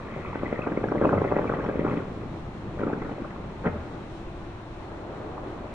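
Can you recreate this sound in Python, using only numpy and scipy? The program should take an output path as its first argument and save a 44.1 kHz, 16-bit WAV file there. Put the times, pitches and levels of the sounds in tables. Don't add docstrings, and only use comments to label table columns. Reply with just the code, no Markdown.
import sys
import numpy as np
from scipy import signal
from scipy.fft import rfft, irfft, next_fast_len
from scipy.io import wavfile
from scipy.ndimage import uniform_filter1d, map_coordinates

SR = 44100
rng = np.random.default_rng(int(sys.argv[2]) if len(sys.argv) > 2 else 0)


def waveform_to_disk(signal):
    frames = np.transpose(np.atleast_2d(signal))
    scaled = np.clip(frames, -1, 1) * 32767
    samples = np.round(scaled).astype(np.int16)
    wavfile.write(sys.argv[1], SR, samples)


def natural_amplitude(level_db):
    exponent = np.asarray(level_db, float) / 20
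    return 10 ** exponent


N = 253126
TIME_S = np.arange(N) / SR


def unit(x):
    return x / np.sqrt(np.mean(x ** 2) + 1e-20)


def along(points, hz):
    f, v = np.transpose(points)
    return np.interp(np.log(hz + 1), np.log(f + 1), v)


def wobble(knots_per_s):
    knots = rng.standard_normal(int(N * knots_per_s / SR) + 4)
    return map_coordinates(knots, [np.arange(N) * knots_per_s / SR])


def hump(middle_s, half_s):
    return np.exp(-((TIME_S - middle_s) / half_s) ** 2)


def filtered(x, response):
    edge = SR // 4
    x = np.pad(x, [(0, 0)] * (x.ndim - 1) + [(edge, edge)], mode="reflect")
    m = next_fast_len(x.shape[-1])
    y = irfft(rfft(x, m) * response(np.fft.rfftfreq(m, 1 / SR)), m)
    return y[..., edge:edge + N]


def coloured(x, spectrum):
    return filtered(x, lambda hz: natural_amplitude(along(spectrum, hz)))


def noise(spectrum):
    return coloured(rng.standard_normal((2, N)), spectrum)


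def spread(pair):
    # f/Hz, correlation
    alike = [(60, 0.99), (130, 0.97), (270, 0.96), (580, 0.79), (1220, 0.43), (2600, 0.14), (4500, 0.42)]

    def mid_side(hz):
        turn = np.arccos(np.clip(along(alike, hz), -1, 1)) / 2
        return np.array([np.cos(turn), np.sin(turn)])

    mid, side = filtered(pair, mid_side)
    return np.array([mid + side, mid - side])


def placed(s, shapes):
    size = shapes.shape[1]
    at = np.round(s * SR).astype(int)[:, None] + np.arange(size)
    return np.bincount(at.ravel(), shapes.ravel(), N + 2 * size)[size // 2:size // 2 + N]


def waves(s, db, ms):
    u = np.arange(-256, 256) / SR * 2000 / ms[:, None]
    return placed(s, -natural_amplitude(db)[:, None] * (u + 0.07) * np.exp(.5 - u * u / 2))


def rings(s, db, hz, ms, size=256):
    t = np.arange(-size, size) / SR
    phase = 2 * np.pi * (hz[:, None] * t + rng.random((len(s), 1)))
    return placed(s, natural_amplitude(db)[:, None] * np.exp(-(t * 1000 / ms) ** 2) * np.sin(phase))


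def shells():
    # t/s, level/dB, push-to-pull time/ms
    bursts = [(0.3576, -19, 0.81), (0.4347, -16, 0.95), (0.5284, -13, 0.87), (0.5924, -15.5, 0.92),
              (.6666, -24, 0.74), (0.671, -18, 0.6), (0.6738, -15, 1), (0.6846, -23, 0.85),
              (.7, -28.5, 1.6), (0.7195, -22, 0.92), (0.7232, -17.5, 1.7), (0.776, -13, 1.06),
              (.815, -23.5, 1), (.8395, -19.5, .8), (0.842, -12.5, 0.76), (0.8804, -30, 1.7),
              (0.886, -20, 1.6), (0.9197, -15, 0.98), (0.9225, -15, 0.63), (0.9472, -21.5, 1.5),
              (.9505, -15, 0.81), (.9567, -16, 0.71), (.9652, -21, 1), (.974, -17.5, 1.5),
              (.998, -21.5, 1.6), (1.015, -10, 0.86), (1.0239, -13.5, 0.97), (1.039, -16, 1.2),
              (1.0446, -14.5, 0.89), (1.0484, -12.5, 0.82), (1.0512, -13.5, 0.89), (1.0542, -8, 0.62),
              (1.056, -17.5, 0.66), (1.0632, -21.5, 0.94), (1.0688, -14, 2.1), (1.0725, -21, 1.8),
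              (1.0761, -16.5, 1.2), (1.089, -20.5, 1.1), (1.093, -16, 0.46), (1.103, -20, 0.81),
              (1.1115, -18, 0.9), (1.1212, -15.5, 1.2), (1.1312, -16, 0.51), (1.1324, -14.5, 0.8),
              (1.1397, -10, 0.87), (1.1504, -20.5, 0.62), (1.163, -20.5, 1), (1.1713, -18.5, 1.8),
              (1.181, -14.5, .88), (1.1864, -17.5, 2.2), (1.197, -21.5, 1.3), (1.218, -14.5, 0.79),
              (1.2205, -17.5, .8), (1.2427, -20.5, 0.5), (1.2501, -12.5, 0.78), (1.2586, -21, 2.1),
              (1.3164, -17, .7), (1.3233, -10, 0.7), (1.3669, -9.5, 0.77), (1.3613, -23, 0.79),
              (1.377, -22, 1.2), (1.3875, -16.5, 0.56), (1.3944, -13, 0.71), (1.428, -27.5, 2),
              (1.4555, -17, 1), (1.4597, -24, 1.2), (1.4957, -25, 1.6), (1.5, -14, 0.79),
              (1.5127, -28, .95), (1.5186, -24, 0.81), (1.5386, -16, 0.6), (1.5458, -25, 3.2),
              (1.5916, -21.5, 1.3), (1.6426, -25, 1.6), (1.635, -24, 1.2), (1.6643, -19, 1.3),
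              (1.6685, -24, 1), (1.69, -17.5, 0.92), (1.6973, -15, .87), (1.7575, -17.5, 0.94),
              (1.7945, -12.5, 1.2), (1.8073, -25.5, 1.3), (1.8133, -26.5, 1.6), (1.8504, -15, 1.0),
              (1.853, -17, 1.35), (1.8667, -18, 0.57), (1.8771, -18, 0.67), (1.8848, -20.5, 1.1),
              (1.899, -27, 1.7), (1.9161, -20.5, 1.7), (1.9399, -17, 1.04), (1.9746, -16, 1.5),
              (2.004, -27.5, 1.1), (2.022, -37, 1.5), (2.7965, -23.5, 1.3), (2.7981, -20.5, 1.1),
              (2.8062, -26.5, 1.5), (2.8167, -18, 1.1), (2.8287, -20.5, 0.82), (2.8342, -24, 1),
              (2.8365, -16, 1.23), (2.8433, -32, 1.4), (2.8528, -22, 1.5), (2.8664, -20.5, 1.3),
              (2.8696, -16.5, 1.2), (2.875, -27, 1.8), (2.8808, -21, 0.72), (2.8835, -24.5, 0.98),
              (2.8941, -23, 2), (2.901, -23.5, 1.1), (2.9147, -35, 1.5), (2.9306, -24, 1.1),
              (2.9332, -16, 1.35), (2.9683, -32, 1.3), (2.9781, -24, 1.7), (3.021, -25, 0.65),
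              (3.051, -29, 1.2), (3.062, -34, 0.53), (3.095, -26, 0.73), (3.117, -26.5, 1.9),
              (3.205, -30.5, 1.2), (3.2218, -23.5, 1.6), (3.253, -28.5, .8), (3.309, -35.5, 1.1),
              (3.362, -32, 0.89), (3.653, -24.5, 1), (3.642, -29, 0.61), (3.6456, -28, 1.6),
              (3.6549, -22.5, 1.7), (3.657, -29.5, 2.2), (3.662, -15.5, 1.3), (3.6607, -20, 0.83),
              (3.666, -18, 2.7), (3.6669, -20.5, 0.63), (3.6713, -17.5, 0.73), (3.6735, -20.5, 1.5),
              (3.6757, -19.5, 0.64), (3.679, -23.5, 2.3), (3.683, -25.5, 1.3), (3.695, -33, 2.2),
              (3.7572, -31, 0.87), (3.7719, -30.5, 1.9)]
    s, db, ms = np.transpose(bursts)
    early_lead_s, early_db, early_thin = 0.00702, -17, 0.52
    front_db, front_thin = -12.5, 0.5
    early = waves(s - early_lead_s, db + early_db, early_thin * ms)
    front = waves(s - ms / 2000, db + front_db, front_thin * ms)
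    return waves(s, db, ms) + early + front


def salvo(count=54):
    # first t/s, fullest t/s, last t/s
    span = (3.639, 3.664, 3.693)
    first, fullest, last = span
    draw = rng.random((count, 3))
    s = first + (last - first) * (np.arange(count) + draw[:, 0]) / count
    swell = np.interp(s, [first, fullest, last], [.3, 1, .3])
    ms = 0.22 * (2.8 + 3.1 * swell) ** draw[:, 2]
    top_db = -25
    return waves(s, top_db + 20 * np.log10(swell) - 5 * draw[:, 1], ms)


def barrage_db():
    # t/s, level/dB
    barrage = [(0, -41.5), (.45, -37.5), (.98, -35), (1.05, -32), (1.25, -31), (1.35, -33), (1.97, -32),
               (2.06, -41), (2.25, -41.5), (2.55, -48), (2.785, -41), (2.8, -34), (2.92, -39.5), (3.1, -38),
               (3.25, -44), (3.63, -41), (3.67, -31), (3.7, -43.5), (3.77, -42.5), (3.9, -43), (4.6, -53.5),
               (5.1, -43.5), (5.45, -43), (5.74, -42.5)]
    s, db = np.transpose(barrage)
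    return np.interp(TIME_S, s, db)


def patter(level_db, count=2200):
    draw = rng.random((count, 3))
    db = -2.5 * np.log(1 - draw[:, 1])
    ms = 0.95 * (0.57 + 1.18 * draw[:, 2])
    return natural_amplitude(level_db) * unit(waves(draw[:, 0] * N / SR, db, ms))


def cracks(count=5):
    # t/s, level/dB (a snap's mean is lower, below), f/Hz
    bursting_stars = [(0.253, -29.5, 1120), (0.263, -35.5, 2330), (.331, -34.5, 1010), (0.358, -28.5, 1490),
                      (.362, -36.5, 2160), (.437, -38.5, 1150), (.459, -33.5, 2120), (.464, -29.5, 2110),
                      (.528, -35, 1940), (.562, -34, 2000), (0.579, -35.5, 1230), (.58, -44, 1960),
                      (.621, -36, 2370), (0.638, -33, 1380), (0.673, -31, 1380), (0.773, -41, 1090),
                      (.722, -35, 1640), (.841, -38, 2130), (0.844, -32.5, 1550), (0.886, -30, 1390),
                      (.922, -24, 1215), (.982, -34.5, 1920), (1.024, -32, 1470), (1.04, -26.5, 1210),
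                      (1.056, -32, 804), (1.056, -39, 2480), (1.095, -30, 1580), (1.133, -20, 1180),
                      (1.182, -32, 2100), (1.181, -23, 1250), (1.219, -23.5, 1150), (1.244, -28, 1210),
                      (1.111, -35, 1500), (1.15, -37.5, 1390), (1.244, -39, 1990), (1.282, -33, 2000),
                      (1.352, -40.5, 1920), (1.39, -39, 2010), (1.479, -38, 2300), (1.538, -37, 1800),
                      (1.332, -26, 1200), (1.422, -32.5, 1530), (1.477, -31, 1420), (1.498, -24.5, 1370),
                      (1.523, -25, 1240), (1.592, -30, 1180), (1.61, -33.5, 1550), (1.664, -40, 1920),
                      (1.695, -27.5, 1350), (1.854, -30.5, 1290), (1.866, -32, 1390), (1.885, -31, 1220),
                      (1.897, -32, 1230), (1.911, -35, 2030), (1.917, -41, 2030), (1.941, -37, 1410),
                      (1.975, -38, 1420), (2.003, -40, 1500), (2.794, -33, 1500), (2.794, -42, 2090),
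                      (2.818, -40, 1400), (2.849, -42, 1300), (2.884, -37, 1400), (2.9, -34.5, 1300),
                      (2.836, -28, 1270), (2.874, -30.5, 1330), (2.932, -26, 1440), (2.9, -29, 850),
                      (2.955, -35.5, 950), (3.02, -39, 1950), (3.024, -35, 1310), (3.065, -37, 1500),
                      (3.094, -34, 1300), (3.094, -33, 820), (3.262, -41, 1400), (3.31, -39, 1250),
                      (3.654, -35, 1200), (3.665, -31, 1410), (3.673, -35, 1950), (3.364, -35, 1220),
                      (3.054, -45, 1880), (3.25, -32, 1220), (3.309, -41.5, 1880), (5.378, -33, 1050)]
    s, db, hz = (np.repeat(column, count) for column in np.transpose(bursting_stars))
    span_s, pitch_scatter, snap_db, snap_scatter_db, snap_ms = .0025, 0.058, -5, 1.67, 1.63
    draw = rng.standard_normal((len(s), 3))
    s = s + span_s * draw[:, 0]
    hz = hz * np.exp(pitch_scatter * draw[:, 1])
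    return rings(s, db + snap_db + snap_scatter_db * draw[:, 2], hz, snap_ms)


def stars(count=6000):
    # f/Hz, gain/dB
    crackle_colour = [(300, -120), (700, -20), (1200, 3), (1600, -9.5), (2000, -1), (2500, -6),
                      (2800, -15.5), (3500, -14), (4200, -30.5), (5000, -120)]
    draw = rng.random((count, 3))
    db = -1.64 * np.log(1 - draw[:, 1])
    grains = rings(draw[:, 0] * N / SR, db, 700 * 5 ** draw[:, 2], ms=0.91)
    return unit(coloured(grains, crackle_colour))


def crackle(level_db, reports):
    # middle t/s, half length/s, level/dB
    star_showers = [(.2, 0.31, -47), (.6, 0.16, -51), (1.374, 0.083, -53.5), (1.92, 0.045, -54),
                    (3.17, 0.11, -66), (3.76, 0.018, -69)]
    showers = sum(natural_amplitude(db) * hump(s, half_s) for s, half_s, db in star_showers)
    flare = uniform_filter1d(np.abs(reports), size=500)
    flare = flare / (uniform_filter1d(flare, size=8000) + .004)
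    under_patter_db = -12
    return (natural_amplitude(level_db + under_patter_db) + showers) * (0.67 + 0.28 * flare) * stars()


def rolls():
    # fullest t/s, level/dB
    charges = [(.3, -40), (.5, -46.5), (.8, -43.5), (1.14, -33), (1.47, -40), (1.65, -44), (1.85, -40.5),
               (2.25, -43), (2.7, -41), (2.92, -44.5), (3.25, -50), (3.67, -49)]
    rise_s, t60_s, rumble_db = 0.13, 3.1, -47
    power = natural_amplitude(rumble_db) ** 2
    for s, db in charges:
        before_s = np.clip(s - TIME_S, 0, None)
        after_s = np.clip(TIME_S - s, 0, None)
        power = power + natural_amplitude(db - 60 * after_s / t60_s) ** 2 * np.exp(-(before_s / rise_s) ** 2)
    return np.sqrt(power)


def boom():
    # f/Hz, relative level/dB
    bass = [(20, -35.5), (62, -12.5), (90, -2.5), (150, -3), (220, -7), (400, -36.5), (900, -120)]
    return rolls() * spread(unit(noise(bass)))


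def thuds():
    # t/s, level/dB, f/Hz
    wall_thuds = [(1.149, -28, 105), (1.202, -34.5, 86.6), (3.68, -31, 174), (3.72, -32, 88),
                  (3.765, -30, 220), (3.789, -32.5, 80), (4.749, -40, 45.7)]
    s, db, hz = np.transpose(wall_thuds)
    half_cycles = 2.85
    return rings(s, db, hz, 1000 * half_cycles / hz[:, None], size=6000)


def air(x):
    # f/Hz, gain/dB
    loss = [(8, -37.5), (40, -12.5), (100, -4.5), (220, -3), (340, -2), (600, 2), (780, -2.5), (1000, 2),
            (1400, 6), (2500, -9), (3100, -11), (5000, -62.5), (9000, -120)]
    return coloured(x, loss)


def terrace(x):
    # delay/ms, gain
    left = [(.09, 1), (1.8, -.2), (2.9, -.22), (3.6, .2), (5.1, .18), (5.9, -.12), (13.4, .1), (16.2, -.16),
            (17.1, .14), (21.4, .1), (23.8, .14)]
    # delay/ms, gain
    right = [(0, 1), (1.5, -.25), (2.8, .12), (3.3, -.14), (3.9, .17), (5.1, .12), (8, -.1), (13.4, .1),
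             (16.3, -.13), (17.2, .14), (18.2, .14), (18.9, -.13), (21.4, .14)]

    def copies(paths, hz):
        return sum(g * np.exp(-2j * np.pi * hz * ms / 1000) for ms, g in paths)

    return filtered(x, lambda hz: np.array([copies(left, hz), copies(right, hz)]))


def town(x):
    # f/Hz, t60/s
    decay = [(100, 0.93), (500, 0.74), (1500, 0.98), (3000, 0.53)]
    hz, t, z = signal.stft(rng.standard_normal((2, SR)), SR, nperseg=256)
    tail = signal.istft(z * natural_amplitude(-60 * t / along(decay, hz)[:, None]), SR, nperseg=256)[1]
    tail = tail / np.linalg.norm(tail[0])
    late = np.pad(x, (1200, 0))[None]
    return spread(signal.fftconvolve(late, tail, axes=1)[:, :N])


def ticks():
    # t/s, level of the decay at its start/dB
    clicks = [(.2, -62), (.89, -52), (1.644, -52)]
    s, db = np.transpose(clicks)
    t = np.clip(np.arange(-512, 512), 0, None) / SR
    envelope = natural_amplitude(db[:, None] - 60 * t / .02) * (1 - np.exp(-t / .0006))
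    return placed(s, envelope * np.sin(2 * np.pi * 5500 * t))


def passing_vehicle():
    # nearest t/s, half length/s, level/dB
    vehicle_pass = (5.3, .48, -40.5)
    # f/Hz, relative level/dB per Hz
    tyres = [(120, -120), (250, -10), (350, 5), (480, -1.5), (650, -1), (1100, -7.5), (1500, -14),
             (2200, -34), (4000, -120)]
    nearest_s, half_s, db = vehicle_pass
    return natural_amplitude(db) * hump(nearest_s, half_s) * unit(spread(noise(tyres)))


def traffic():
    # f/Hz, relative level/dB per Hz
    hum = [(15, -0.5), (28, 4), (48, 3.5), (62, 0), (110, 1), (170, -7.5), (250, -10.5), (340, 2.5),
           (420, -13), (670, -7), (1100, -11.5), (1600, -17.5), (2200, -22.5), (2650, -23), (3000, -31.5),
           (4300, -36), (6000, -120)]
    z = signal.stft(rng.standard_normal((2, N)), nperseg=512)[2]
    field = uniform_filter1d(rng.standard_normal(z.shape[1:]), 8, 0)
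    patches_db = unit(uniform_filter1d(field, 10, 1))
    pair = signal.istft(z * natural_amplitude(patches_db), nperseg=512)[1][:, :N]
    return natural_amplitude(-39.5) * unit(spread(coloured(pair, hum)))


def city():
    lead_ms = .09

    def lead(hz):
        return np.exp(1j * np.pi * np.outer([1, -1], hz) * lead_ms / 1000)

    return filtered(traffic() + passing_vehicle(), lead)


def hiss():
    # f/Hz, relative level/dB per Hz
    mic_hiss = [(2000, -20), (3000, 1.5), (4200, -2), (4700, -8.5), (5500, -8), (7500, -12), (8300, -16),
                (9200, -16.5), (10400, -24), (11500, -33.5), (15700, -40)]
    return natural_amplitude(-62 + 0.66 * wobble(12)) * unit(noise(mic_hiss))


def scene():
    reports = shells()
    level_db = barrage_db()
    bangs = air(reports + salvo() + patter(level_db))
    far = bangs + cracks() + crackle(level_db, reports)
    display = terrace(far) + natural_amplitude(-9.5) * town(far) + boom() + thuds()
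    return display + ticks() + city() + hiss()


def top_cut(x):
    return signal.sosfilt(signal.butter(12, 15720, fs=SR, output="sos"), x)


def record(dry):
    # f/Hz, left minus right/dB
    tilt = [(60, 0.8), (300, 0.5), (600, 1.3), (1000, 0.5), (2000, 1.5), (4000, 5), (6000, 5), (8000, 0),
            (12000, -5)]
    ports = filtered(dry, lambda hz: natural_amplitude(np.outer([.5, -.5], along(tilt, hz))))
    return top_cut(ports)


dry = scene()
out = record(dry)
waveform_to_disk(out)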